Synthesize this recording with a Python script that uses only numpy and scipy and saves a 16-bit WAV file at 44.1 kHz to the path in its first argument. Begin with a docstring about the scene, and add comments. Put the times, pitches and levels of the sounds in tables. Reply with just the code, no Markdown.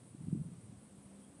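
"""Bush crickets in a garden shrub

By day, a bush cricket near the microphone rasps its wings about five times a second; distant ones
shimmer in the treble. Early on, the hand-held camera gives soft low bumps that sink into rumble.
Behind it all lies the wash of far traffic, from which a faint engine drone swells and wavers.
Near the end the leaves stir softly and something peeps once, far away."""
import sys
import numpy as np
from scipy.fft import rfft, irfft, next_fast_len
from scipy.io import wavfile
from scipy.ndimage import map_coordinates

SR = 44100
rng = np.random.default_rng(int(sys.argv[2]) if len(sys.argv) > 2 else 0)


def transcribe(u):
    """Save the signal u as a 16-bit wav file named by the first command-line argument.

    u: samples, shape (n,) or (channels, n), limited to [-1, 1]; the rate is SR.
    q: integer samples, one column per channel.
    """
    v = np.clip(np.atleast_2d(u).T, -1, 1)
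    q = np.round(v * 32767).astype(np.int16)
    wavfile.write(sys.argv[1], SR, q)


N = 61739
T = np.arange(N) / SR


# Chirps of the nearer cricket: (centre time [s], level [dB], length [s], pitch [Hz])
CRICKET_CHIRPS = [(0.093, -69, 0.058, 9560), (0.285, -75, 0.1, 9550), (0.454, -72, .065, 9360),
                  (0.657, -73.5, 0.1, 9430), (0.863, -73, 0.071, 9630), (1.046, -70, 0.058, 9750),
                  (1.232, -70, 0.054, 9530), (1.395, -70, 0.064, 9590)]

def near_cricket():
    """Near the microphone: each chirp is a train of wing strokes scraping a broad wing resonance."""
    stroke_hz, stroke_depth = 230, 0.14
    out = np.zeros(N)
    for centre, db, length, pitch in CRICKET_CHIRPS:
        stroke_rate = stroke_hz * (1 + 0.049 * wobble(30))
        strokes = 1 + stroke_depth * np.cos(2 * np.pi * np.cumsum(stroke_rate) / SR)
        rasp = unit(band(pitch, width_hz=260) * strokes)
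        out += amp(db) * gate(centre, length) * rasp
    return out


# Spectra of two kinds of distant cricket: (frequency [Hz], relative level [dB])
LOW_CRICKET_SPECTRUM = [(6800, -37), (7400, -20), (7800, -4.5), (8100, 1), (8350, 2), (8800, -5),
                        (9300, 1.5), (9800, -21.5), (10500, -47)]
HIGH_CRICKET_SPECTRUM = [(8400, -26.5), (9200, -6), (9700, 3), (10350, -2.5), (10700, -10), (11500, -23),
                         (12100, -12.5)]

def far_crickets():
    """Farther off, many insects blur into two hissing bands, each pulsing at its own pace."""
    low = noise(LOW_CRICKET_SPECTRUM) * pulsing(rate_hz=3.75, crest_s=0.086, depth_db=1.1)
    low *= amp(-71 + 0.9 * wobble(40))
    high = noise(HIGH_CRICKET_SPECTRUM) * pulsing(rate_hz=4.9, crest_s=1.04, depth_db=1.5)
    high *= amp(-74.5 + 0.41 * wobble(23))
    return low + high


# Contacts on the camera body: (time [s], peak level [dB], pitch [Hz], attack [s])
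BODY_BUMPS = [(.025, -54.5, 129, 0.012), (.113, -49.5, 125, 0.0064), (0.15, -41.5, 245, 0.0026),
              (.188, -44, 142, 0.0058), (.21, -38, 157, 0.0042), (.215, -48.5, 273, .005),
              (.246, -39.5, 156.7, 0.012), (0.273, -37.5, 195, 0.0028), (.285, -30, 182, 0.0033),
              (.328, -36, 299, 0.0027), (.332, -25, 164.3, 0.0063), (0.352, -34.5, 286, 0.0035),
              (.362, -32.5, 204, 0.0046), (0.376, -34.5, 198, 0.003), (.397, -36.5, 144, 0.014),
              (.417, -32.5, 171, 0.005), (.465, -40.5, 166.5, 0.014), (0.487, -45.5, 235, 0.0055),
              (.521, -47, 180, 0.019), (.555, -49, 132, 0.0047), (.586, -49, 168, 0.0045),
              (.645, -49, 109, 0.011), (.7, -43, 159, 0.0046), (.729, -46.5, 213, 0.0032),
              (0.757, -48, 169, 0.0044), (0.78, -49.5, 100, 0.0068), (0.917, -57, 102, 0.0062),
              (.986, -50, 122, 0.0056), (1.061, -47, 117, 0.0047), (1.302, -52.5, 110, 0.0057)]

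def camera_bumps():
    """Right at the microphone, soft contacts push the camera body, which swings for a cycle or two."""
    out = np.zeros(N)
    for peak_s, db, pitch, attack in BODY_BUMPS:
        t = T - peak_s
        width = attack * np.where(t < 0, 1, 1.27)  # the release is a little slower
        envelope = 1 / np.cosh(1.76 * np.clip(t / width, -20, 20))
        out += amp(db) * envelope * np.cos(2 * np.pi * pitch * t)
    return out


# Strength of the hand's rub: (time [s], level [dB])
RUB_LEVEL = [(0, -64), (.16, -58), (.22, -53), (.33, -48.5), (.43, -52.5), (.55, -57), (.76, -61),
             (.83, -72), (1.4, -79)]
# Spectrum of the rub: (frequency [Hz], relative level [dB])
RUB_SPECTRUM = [(20, -57), (45, -33), (70, -10), (120, -0.5), (180, -4), (250, -10.5), (350, -18),
                (480, -31), (900, -59.5)]

def hand_rumble():
    """The hand rubs on the camera: a low, lumpy rumble under the bumps."""
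    return amp(curve(RUB_LEVEL) + 1.8 * wobble(25)) * noise(RUB_SPECTRUM)


# The engine's strongest note: (time [s], pitch [Hz], level [dB])
ENGINE_HUM = [(0, 204, -77), (.62, 205, -71.5), (.74, 207.3, -63.5), (.85, 210.7, -64), (.96, 200.9, -60.5),
              (1.04, 193.2, -63.5), (1.11, 200.3, -59.5), (1.2, 199, -56.5), (1.24, 195.4, -62.5),
              (1.29, 201.3, -58), (1.35, 190.6, -71.5), (1.4, 192.2, -62)]
# Its weaker lines: (pitch [Hz], level before the approach gain [dB], line width [Hz])
ENGINE_LINES = [(261.4, -70.5, 19.1), (318, -77, 24), (381.3, -80.5, 23.5), (527.5, -82.5, 27)]
# Tyres on the road: (frequency [Hz], relative level [dB])
TYRE_SPECTRUM = [(250, -16), (500, 0.5), (800, -1.5), (1200, -10.5), (2000, -18), (4000, -24)]
# Swell of the weaker lines and the tyres: (time [s], gain [dB])
APPROACH_GAIN = [(0, -23), (.6, -16), (.85, 0), (1.05, 0.5), (1.12, 5), (1.21, 0), (1.3, 6), (1.4, 2)]

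def far_vehicle():
    """One far vehicle draws nearer: a wavering hum, weaker engine lines and tyre noise."""
    times, hum_hz, hum_db = np.transpose(ENGINE_HUM)
    hum_gain = amp(np.interp(T, times, hum_db) + 1.7 * wobble(34.8))
    hum = hum_gain * tone(np.interp(T, times, hum_hz) + 6 * wobble(39.97))
    lines = np.zeros(N)
    for hz, db, width in ENGINE_LINES:
        lines += amp(db + 2.8 * wobble(14.26)) * tone(hz + width / 2 * wobble(22.02))
    tyres = amp(-77.5) * noise(TYRE_SPECTRUM)
    return hum + (lines + tyres) * amp(curve(APPROACH_GAIN))


def far_peep():
    """One faint chirp, perhaps a bird, blurred by distance."""
    return amp(-79.5) * gate(centre_s=1.245, length_s=0.06) * band(3230, width_hz=130)


# Rustle of the foliage: (time [s], level [dB])
RUSTLE_LEVEL = [(0, -81), (.5, -81.5), (.9, -81.5), (1.1, -80.5), (1.23, -79), (1.29, -84), (1.4, -85)]
# Spectrum of the rustle: (frequency [Hz], relative level [dB])
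RUSTLE_SPECTRUM = [(700, -17), (1500, -5), (2200, 1), (3200, -2.5), (4200, -3.5), (5500, -6.5),
                   (9000, -16.5)]

def leaves():
    """In the shrub, a soft rustle swells with the light breeze."""
    return amp(curve(RUSTLE_LEVEL) + 1.5 * wobble(30)) * noise(RUSTLE_SPECTRUM)


# Far traffic and air: (frequency [Hz], relative level [dB])
TRAFFIC_SPECTRUM = [(20, -15), (50, -3), (100, 0), (220, 4.5), (330, -3), (500, -5.5), (800, -12),
                    (1200, -14.5), (1700, -20.5), (3000, -23), (5500, -27), (7500, -22.5), (11000, -30.5),
                    (12000, -43)]

def traffic_wash():
    """Far beyond the garden, traffic merges into a steady wash."""
    return amp(-62.5 + 0.3 * wobble(8)) * noise(TRAFFIC_SPECTRUM)


def amp(db):
    """Decibels to gain."""
    return 10 ** (np.asarray(db) / 20)


def unit(x):
    """Scale to rms 1."""
    return x / np.sqrt(np.mean(x ** 2) + 1e-20)


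def curve(rows):
    """(time [s], value) points joined by straight lines."""
    return np.interp(T, *np.transpose(rows))


def wobble(rate):
    """A smooth random curve, rate knots a second."""
    return map_coordinates(rng.standard_normal(2048), [T * rate + 4], mode="wrap")


def filtered(x, response):
    """Filter x by a gain given as a function of frequency."""
    size = next_fast_len(N + 8192)
    return irfft(rfft(x, size) * response(np.fft.rfftfreq(size, 1 / SR)), size)[:N]


def noise(spectrum):
    """Noise of rms 1 shaped by (frequency [Hz], relative level [dB]) points."""
    freqs, db = np.transpose(spectrum)
    white = rng.standard_normal(N)
    return unit(filtered(white, lambda hz: amp(np.interp(np.log(hz + 1), np.log(freqs), db))))


def band(centre_hz, width_hz):
    """Noise of rms 1 in one resonance."""
    white = rng.standard_normal(N)
    return unit(filtered(white, lambda hz: 1 / (1 + ((hz - centre_hz) / width_hz) ** 2)))


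def tone(hz):
    """A sine of rms 1 that follows a pitch curve."""
    return unit(np.sin(2 * np.pi * np.cumsum(hz) / SR))


def pulsing(rate_hz, crest_s, depth_db):
    """A regular swell in level, with one crest at crest_s."""
    return amp(depth_db * np.cos(2 * np.pi * rate_hz * (T - crest_s)))


def gate(centre_s, length_s, edge_s=0.01):
    """The soft-edged envelope of a chirp."""
    return 0.5 + 0.5 * np.tanh((length_s / 2 - np.abs(T - centre_s)) / edge_s)


def scene():
    """All sources at one hand-held microphone by the shrub."""
    garden = near_cricket() + far_crickets() + far_peep() + leaves()
    handling = camera_bumps() + hand_rumble()
    road = traffic_wash() + far_vehicle()
    return (garden + handling + road)[None]


def record(dry):
    """The camera's microphone sheds the deepest bass and keeps nothing above its band limit."""
    bass_hz, top_hz = 68.4, 12100
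    return filtered(dry[0], lambda hz: (hz < top_hz) * hz ** 2 / np.sqrt(hz ** 4 + bass_hz ** 4))[None]


dry = scene()
out = record(dry)
transcribe(out)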